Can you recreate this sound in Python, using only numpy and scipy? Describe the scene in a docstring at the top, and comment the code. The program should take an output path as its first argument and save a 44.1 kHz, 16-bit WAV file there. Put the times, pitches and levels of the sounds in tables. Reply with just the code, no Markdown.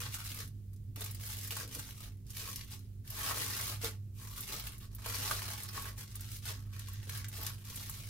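"""Ticks of crinkling foil are heard at once, in swarms, over the wavering hum of an appliance.
Two hands fold aluminium foil round a piece of chicken on a kitchen worktop, close to a stereo microphone.
Pressure makes small facets buckle: each tick is a decaying noise burst coloured round its own pitch.
Now and then a crease snaps through as a few quick ticks, or the parcel bumps the worktop and rings low.
A small hard room answers with early reflections and a short tail."""
import sys
import numpy as np
from scipy import signal
from scipy.fft import rfft, irfft, next_fast_len
from scipy.io import wavfile
from scipy.ndimage import uniform_filter1d

SR = 44100
rng = np.random.default_rng(int(sys.argv[2]) if len(sys.argv) > 2 else 0)


def file_out(sig):
    """Save sig as 16-bit WAV at sys.argv[1]."""
    # one column per channel
    cols = np.atleast_2d(sig).T
    # limit, then scale
    lim = np.clip(cols, -1, 1)
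    pcm = np.round(lim * 32767).astype(np.int16)
    wavfile.write(sys.argv[1], SR, pcm)


N = 356769
TIME = np.arange(N) / SR


def amp(db):
    """Logarithmic level: decibels to amplitude gain."""
    return 10 ** (np.asarray(db) / 20)


def unit(x):
    """Power normalisation: scales to rms 1."""
    return x / np.sqrt(np.mean(x ** 2) + 1e-20)


def read(points, hz):
    """Logarithmic pitch scale: interpolates a table along log frequency."""
    f, value = np.transpose(points)
    return np.interp(np.log(hz + 1), np.log(f + 1), value)


def add(mix, s, sound):
    """Superposition: adds a stereo sound to the mix from time s [s]."""
    part = mix[:, max(round(s * SR), 0):][:, :sound.shape[1]]
    part += sound[:, :part.shape[1]]


def colour(x, db_of, size=2048):
    """Minimum-phase filtering: a causal response from a gain in dB given over frequency."""
    hz = abs(np.fft.fftfreq(size, 1 / SR)) + 1
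    log_gain = np.log(amp(np.maximum(db_of(hz), -100)))
    # the Hilbert transform of the log gain gives the phase
    taps = np.fft.ifft(np.exp(np.conj(signal.hilbert(log_gain)))).real
    return signal.oaconvolve(x, taps[None, :size // 2], axes=1)[:, :x.shape[1]]


def below(hz, edge_hz):
    """Low-pass weighting: near 1 under a soft edge, one half at it, falling to 0 above."""
    return 1 / (1 + (hz / edge_hz) ** 4)


def drift(hz):
    """Low-pass noise: a slow random curve of rms 1, changing up to about hz times a second."""
    size = next_fast_len(N)
    spectrum = rfft(rng.standard_normal(size)) * below(np.fft.rfftfreq(size, 1 / SR), hz)
    return unit(irfft(spectrum, size)[:N])


# likeness of the two channels in a diffuse field: (frequency [Hz], correlation [-1 to 1])
CHANNEL_LIKENESS = [(100, 0.96), (250, 0.85), (500, 0.87), (1000, 0), (2000, 0.16), (4000, 0)]


def pair(z, hz):
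    """Spatial coherence: nearby microphones hear long waves alike and short waves apart."""
    alike = np.clip(read(CHANNEL_LIKENESS, hz), -1, 1)
    return np.array([z[0], alike * z[0] + np.sqrt(1 - alike ** 2) * z[1]])


# spectrum of the rumble and hiss: (frequency [Hz], relative density [dB per Hz])
RUMBLE_SPECTRUM = [(20, -10), (32, -15.5), (47, 3.5), (80, -7), (110, 1.5), (165, -14.5), (225, -28.5),
                   (258, -12.5), (292, -27.5), (360, -23.5), (500, -36.5), (900, -49), (3000, -48.5),
                   (9000, -47.5), (16000, -44)]


def rumble(level_db=-50.0):
    """Shaped broadband noise: a low rumble and faint hiss."""
    size = next_fast_len(N)
    hz = np.fft.rfftfreq(size, 1 / SR)
    z = pair(rfft(rng.standard_normal((2, size))), hz) * amp(read(RUMBLE_SPECTRUM, hz))
    return amp(level_db) * unit(irfft(z, size)[:, :N])


# slow level of the hum before its random swell: (time [s], level [dB])
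HUM_LEVEL = [(0, -49.5), (1.1, -45.5), (1.9, -52), (2.9, -52), (4.1, -46.5), (4.5, -60.5), (5.1, -46),
             (6.1, -50.5), (6.8, -44.5), (8.09, -51)]


def hum(hum_hz=99.86, octave_db=-64.0, waver_rad=0.5, swell_db=1.43):
    """Modulated tone: an appliance hums at twice the mains frequency, with a steady octave."""
    phase = 2 * np.pi * hum_hz * TIME
    level_db = np.interp(TIME, *np.transpose(HUM_LEVEL)) + swell_db * drift(17)
    tone = amp(level_db) * np.sin(phase + waver_rad * drift(8.8))
    tone += amp(octave_db) * np.sin(2 * phase)
    return np.sqrt(2) * tone  # a sine of peak sqrt(2) has rms 1


def background():
    """Superposition of stationary sources: hum and rumble, slightly stronger on the right."""
    return (rumble() + hum()) * amp([[-1.4], [1.2]])


# reverberation of the kitchen: (frequency [Hz], time to fall by 60 dB [s])
REVERBERATION = [(300, 0.21), (800, 0.19), (2100, 0.14), (5500, 0.15), (14600, 0.067)]


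def echoes(early_db=-4, early_s=0.0054, tail_db=-5, size=16384):
    """Room impulse response: quick reflections from worktop and wall, then a short diffuse tail."""
    t = np.arange(size) / SR
    hits = rng.random((2, 2, size)) < 4000 / SR  # 4000 reflections a second
    taps = rng.choice([-1., 1.], (2, 2, size)) * hits
    early = taps[0] * np.exp(-t / early_s) * (t > .001)
    hz, age, z = signal.stft(taps[1] * (t > .005), SR, nperseg=256)
    z = pair(z, hz[:, None]) * amp(-60 * age / read(REVERBERATION, hz)[:, None])
    tail = signal.istft(z, SR, nperseg=256)[1][:, :size]
    return (amp(early_db) * unit(early) + amp(tail_db) * unit(tail)) / np.sqrt(size)


def kitchen(x, places_per_s=7, count=6):
    """Position-dependent reverberation: the sounding spot cycles round places with their own echoes."""
    out = x.copy()
    for place in range(count):
        away = abs((TIME * places_per_s - place + 1) % count - 1)
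        share = np.cos(np.pi / 2 * np.minimum(away, 1))  # equal-power crossfade
        out += signal.oaconvolve(x * share, echoes(), axes=1)[:, :N]
    return out


# the parcel pressed against the worktop: (start [s], level [dB], scuff length [s])
BUMP_EVENTS = [(0.337, -67, 0.11), (0.962, -59, 0.029), (0.997, -59, 0.031), (1.498, -63, 0.055),
               (1.579, -66, 0.12), (1.731, -60.5, .06), (2.409, -66, 0.034), (3.298, -65.5, 0.2),
               (3.826, -48.5, 0.037), (7.062, -62.5, 0.025), (7.372, -61, 0.047)]
# modes of the parcel: (frequency [Hz], level [dB], 60 dB decay time of a -49 dB bump [s])
PARCEL_MODES = [(322, 2, 0.11), (400, -5, 0.084), (442.5, 1, 0.14), (573, -17, 0.059), (637, -14, 0.036)]


def bumps():
    """Forced modal vibration: the parcel scuffs the worktop and rings low; a light touch rings less."""
    out, t = np.zeros((2, N)), np.arange(SR // 4) / SR
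    for start, db, length in BUMP_EVENTS:
        freedom = amp(0.57 * (db + 49.0))  # scales the ringing time
        ring = np.zeros(len(t))
        for hz, mode_db, t60 in PARCEL_MODES:
            ring += amp(mode_db - 60 * t / (t60 * freedom)) * np.sin(2 * np.pi * hz * t)
        push = signal.windows.hann(round(length * SR))
        # the scuff is a quick flutter of force with no steady part
        force = np.gradient(push * rng.standard_normal(len(push)))
        thud = signal.fftconvolve(force, ring)
        # the level is that of the thud's energy spread over the scuff length
        thud *= np.sqrt(len(push) / np.sum(thud ** 2))
        add(out, start, amp(db) * np.tile(thud, (2, 1)))
    return out


def facet(ring_s, ring_db, crack, size=768):
    """Buckling instability: one facet flips with a sharp crack, then shivers round its own pitch."""
    t = np.arange(size) / SR
    shiver = rng.uniform(-1.045, 1, (3, size)) * np.exp(-t / ring_s)
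    shiver[0] *= 1 + crack * np.exp(-t / 0.00011)
    # its place on the sheet sets the delay between the microphones
    lags = rng.integers(0, 8, 2)  # samples
    shared = np.array([np.pad(shiver[0], (lag, 0))[:size] for lag in lags])
    tick = shared + 0.62 * shiver[1:]
    pitch_hz = 800 * (15000 / 800) ** rng.random() ** .7
    tick = colour(tick, lambda hz: ring_db * np.exp(-(np.log(hz / pitch_hz) / 0.25) ** 2), size=256)
    return tick / np.sqrt(np.sum(tick ** 2) / 2)


# the loudest creases: (time [s], relative energy level [dB], low body [dB], top sparkle [dB])
SNAP_EVENTS = [(0.0554, -37, 2, -12), (0.063, -35, 4, -22), (0.1409, -26.5, 0, 2), (0.4753, -42.5, -22, 6),
               (0.7315, -49.5, -1, 10), (0.761, -54, -12, 7), (0.959, -36.5, -4, -3), (1.007, -31, 8, 6),
               (1.017, -30.5, 1, 0), (1.041, -29, 1, 13), (1.06, -32, -4, 1), (1.1094, -33, 7, 21),
               (1.146, -34.5, -5, 12), (1.4743, -33, -3, 7), (1.506, -27, 1, -1.5),
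               (1.5214, -30.5, -9.5, 0), (1.5663, -26.5, 5, 5), (1.6073, -35.5, 8, 0),
               (1.7486, -30.5, -7, -4), (1.7934, -30.5, 4.5, 9), (2.303, -36, -11, 11),
               (2.5585, -28.5, -26, 5), (2.6095, -37, -9, -7), (3.0746, -39, -12, -1),
               (3.1016, -31, -14, 7), (3.309, -25, 16, -3), (4.406, -29, -10, 18), (4.5955, -32, -3, -3),
               (4.6678, -33.5, -3, 4), (4.78, -41, -10, 14), (4.9482, -35, -22, 19), (5.0588, -31, 14, -7),
               (5.309, -21.5, 16.5, -7), (5.6324, -31, -7, 15), (5.775, -31.5, 21, -5),
               (5.8542, -34.5, 13, 0), (6.154, -31.5, -2, 15), (6.2069, -34.5, 1, 11.5),
               (6.454, -32.5, 0, 0), (6.7335, -44, -10, -6), (6.793, -35, -3, 2), (6.884, -37, 6, 5.5),
               (6.933, -38.5, -7, 16), (7.0939, -30, -3, -2), (7.1726, -32, -8, 1),
               (7.2434, -35.5, -3, -12), (7.2833, -33, 2, 13), (7.4645, -25, -11, 1), (7.7571, -31, -5, 7),
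               (7.895, -30, 5, 13)]


def snaps(after_db=-4, after_s=.003, count=4):
    """Snap-through cascade: a crease gives way and drags ever weaker neighbours after it."""
    out = np.zeros((2, N))
    for s, db, body_db, sparkle_db in SNAP_EVENTS:
        burst = np.zeros((2, 2048))
        for k in range(count):
            delay_s = k * after_s * rng.uniform(0.45, 1)
            add(burst, delay_s, amp(k * after_db) * facet(ring_s=0.0022, ring_db=7.5, crack=1.0))

        def weight_db(hz):
            body = body_db * below(hz, 1540) - 10 * below(hz, 550)
            return body + sparkle_db * (1 - below(hz, 5700))

        burst = colour(burst, weight_db, size=512)
        add(out, s + .001, amp(db) * burst / np.linalg.norm(burst))
    return out


# each fold or squeeze of the hands: (start [s], hardest [s], let go [s], relative level [dB],
# building [dB/s], slackening [dB/s], wide panels [dB], fine wrinkles [dB])
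FOLD_EVENTS = [(-0.03, 0.06, 0.065, -46.5, 26, 25, -1, -3.5), (0.102, 0.128, 0.22, -51.5, 35, 34, -0.5, -1),
               (0.231, 0.375, 0.42, -45.5, 40, 84, -4.5, -2), (0.953, 1.025, 1.18, -51.5, 70, 57, -1.5, -3),
               (1.192, 1.234, 1.466, -49.5, 50, 0, -4, 0.5), (1.497, 1.607, 1.63, -47.5, 26, 64, -4, -3),
               (1.66, 1.749, 1.995, -51.5, 50, 27, -4, -2.5), (1.99, 2.02, 2.05, -51.5, 10, 31, 0.5, -2),
               (2.25, 2.409, 2.8, -45.5, 140, 49, -4.5, -2.5),
               (2.704, 2.73, 2.706, -43.5, 92, 55, -4, -1.5), (3.035, 3.202, 3.335, -42, 143, 5.5, 2, -1),
               (3.335, 3.622, 3.745, -41.5, 10, 56, 0, -1.5), (3.787, 3.843, 3.854, -39, 400, 64, -0.5, -4),
               (4.127, 4.199, 4.36, -55.5, 260, -3, -1.5, 0), (4.352, 4.387, 4.44, -48, 100, 74, -5, 0),
               (4.454, 4.526, 4.72, -45, 74, 58, 2, -2.5), (4.789, 4.808, 4.85, -58, 60, 182, 1, -1.5),
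               (4.902, 5.034, 5.2, -55, 99, 60, 1, -4.5), (5.043, 5.28, 5.46, -40.5, 25.5, 29, 0.5, -2.5),
               (5.454, 5.5, 5.92, -46, 37, 46, 0.5, -3), (5.725, 5.776, 5.89, -49, 44, 9, 4, -1.5),
               (5.96, 5.995, 6.01, -50, 202, 37, -3, -0.5), (6.055, 6.16, 6.3, -56, 50, 5, -3.5, -4),
               (6.294, 6.323, 6.36, -51.5, 35, 18, -8, 1.5), (6.409, 6.48, 6.5, -41.5, 225, 110, -1.5, -5),
               (6.56, 6.587, 6.85, -63, 60, 70, 2.5, -3.5), (6.712, 6.78, 7.37, -56, 70, 7, -3, -7),
               (7.065, 7.103, 7.2, -52, 60, 5, -2, -3), (7.303, 7.463, 7.48, -46.5, 51.5, 78, 1, 0),
               (7.512, 7.52, 8, -63.5, 15, 25, -0.5, 0), (7.632, 7.778, 8.09, -49.5, 38, 20, -4, -2)]


def handling(t, attack_s=0.019, release_db_per_s=267, settle_db=-74, settle_db_per_s=46, light_touch=0.24):
    """Quasi-static loading: folds build, slacken and let go; gives level, panels and wrinkles in dB."""
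    columns = np.transpose(FOLD_EVENTS)[:, :, None]
    start, hardest, end, db, build, slack, panels_db, wrinkles_db = columns
    past, after = np.clip(t, start, end) - hardest, np.maximum(t - end, 0)
    building_db = build * np.minimum(past, 0)
    pressed_db = db + building_db - slack * np.maximum(past, 0) - release_db_per_s * after
    # however hard the fold, the foil goes on ticking faintly afterwards
    settling_db = settle_db - settle_db_per_s * after
    hold = np.clip((t - start) / attack_s, 0, 1)
    power = (hold * amp(np.maximum(pressed_db, settling_db))) ** 2
    total = power.sum(0) + 1e-14
    share = power / total
    # wide panels hold back light_touch dB for each dB the pressure has still to build
    panels_db = (share * (panels_db + light_touch * building_db)).sum(0)
    return 10 * np.log10(total), panels_db, (share * wrinkles_db).sum(0)


# a palm slides flat over the foil instead of creasing it: (start [s], end [s])
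PALM_SLIDES = [(0.52, 1.04), (2.8, 3.22), (3.9, 4.2), (7.5, 7.5)]


def swarm(ticks_per_s=520, crowding=.35, spread_db=3.0, rub_db=-13, slide_rub_db=11,
          slide_ticks_db=-5, jerks_db=1.78, count=160):
    """Random point process: facets buckle at even loudness, more often under harder work."""
    coarse = TIME[::64]
    level_db = np.interp(TIME, coarse, handling(coarse)[0])
    rate = ticks_per_s * amp(crowding * (level_db + 53))  # ticks_per_s holds at -53 dB
    # most ticks are small and a few large
    sizes = amp(spread_db * np.minimum(rng.exponential(1, N), 4.5))
    sizes *= rng.random(N) < rate / SR
    # the swarm releases energy as fast as the hands put it in
    window = signal.windows.hann(round(.06 * SR))
    energy = abs(signal.oaconvolve(sizes ** 2, window / window.sum(), "same"))
    sizes /= np.sqrt(energy + 1e-4)
    # the foil gives way in small jerks
    sizes *= amp(jerks_db * drift(17.6))
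    which, sign = rng.integers(0, count, N), rng.choice([-1, 1], N)
    # skin sliding on foil: a stronger soft hiss between weaker ticks
    inside = sum((TIME > start) * (TIME < end) for start, end in PALM_SLIDES)
    sliding = uniform_filter1d(1. * inside, size=2048)
    sizes *= amp(slide_ticks_db * sliding)
    out = amp(rub_db + slide_rub_db * sliding) * rng.standard_normal((2, N))
    facets = [facet(ring_s=0.0037, ring_db=6, crack=1.48) for _ in range(count)]
    for at in np.flatnonzero(sizes):
        add(out, at / SR, sign[at] * sizes[at] * facets[which[at]])
    return out


# a cupped hand rubs the foil, and the hollow under it rings:
# (start [s], end [s], first frequency [Hz], last frequency [Hz], strength [dB])
HAND_HOLLOWS = [(0.097, 0.355, 1300, 1590, 12), (4.17, 4.42, 1080, 1100, 12), (6.6, 7.49, 1683, 1570, 7)]


def crinkle(shifting_db=3.0, pocket_width_hz=170):
    """Time-varying resonance: the swarm sounds through a sheet whose shape and colour keep changing."""
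    hz, t, z = signal.stft(swarm(), SR, nperseg=512, noverlap=384)
    hz = hz[:, None]
    level_db, panels_db, wrinkles_db = handling(t)
    # wide panels sound low, fine wrinkles high
    db = level_db + panels_db * below(hz, 1960) + wrinkles_db * (1 - below(hz, 8300))
    # resonances of the bending sheet come and go, most clearly in the wide panels
    patches = uniform_filter1d(rng.standard_normal(db.shape), size=4, axis=0)
    patches = uniform_filter1d(patches, size=14, axis=1)
    db = db + shifting_db * unit(patches) * (0.24 + 0.73 * below(hz, 1900))
    # a cupped hand gathers the low sound into one band
    for start, end, first_hz, last_hz, pocket_db in HAND_HOLLOWS:
        gone = np.clip((t - start) / (end - start), 0, 1)
        pocket_hz = first_hz + (last_hz - first_hz) * gone
        band = 1 / (1 + ((hz - pocket_hz) / pocket_width_hz) ** 2)
        db = db + pocket_db * np.sin(np.pi * gone) * (band - 0.24 * below(hz, 1900))
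    return signal.istft(z * amp(db), SR, nperseg=512, noverlap=384)[1][:, :N]


# colour of the foil: (frequency [Hz], relative gain [dB])
FOIL_COLOUR = [(200, -6.5), (320, -2), (550, -3.5), (950, -2.5), (1300, 1.5), (2200, 1.5), (4000, 2.5),
               (8500, 0.5), (12000, 4.5), (15800, 0.5)]
# resonances of the worktop corner: (frequency [Hz], width [Hz], gain at the peak [dB])
CORNER_MODES = [(440, 9.3, 7.5), (656, 30, 4), (865.3, 33, 7.5), (1111, 44, 9)]


def foil(crinkle_db=1, snaps_db=16):
    """Linear source filtering: crinkle and snaps share the foil's colour and the corner's resonances."""
    def gain_db(hz):
        peaks = sum(db / (1 + (2 * (hz - f) / width) ** 2) for f, width, db in CORNER_MODES)
        return read(FOIL_COLOUR, hz) + peaks

    return colour(amp(crinkle_db) * crinkle() + amp(snaps_db) * snaps(), gain_db, size=8192)


def scene():
    """Superposition: foil and parcel sound in the kitchen over its background."""
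    return kitchen(foil() + bumps()) + background()


def record(dry, edge_hz=15850):
    """Band limitation: a linear-phase low-pass filter removes the extreme treble."""
    taps = signal.firwin(401, edge_hz, window=("kaiser", 9), fs=SR)
    return signal.oaconvolve(dry, taps[None], "same")


dry = scene()
out = record(dry)
file_out(out)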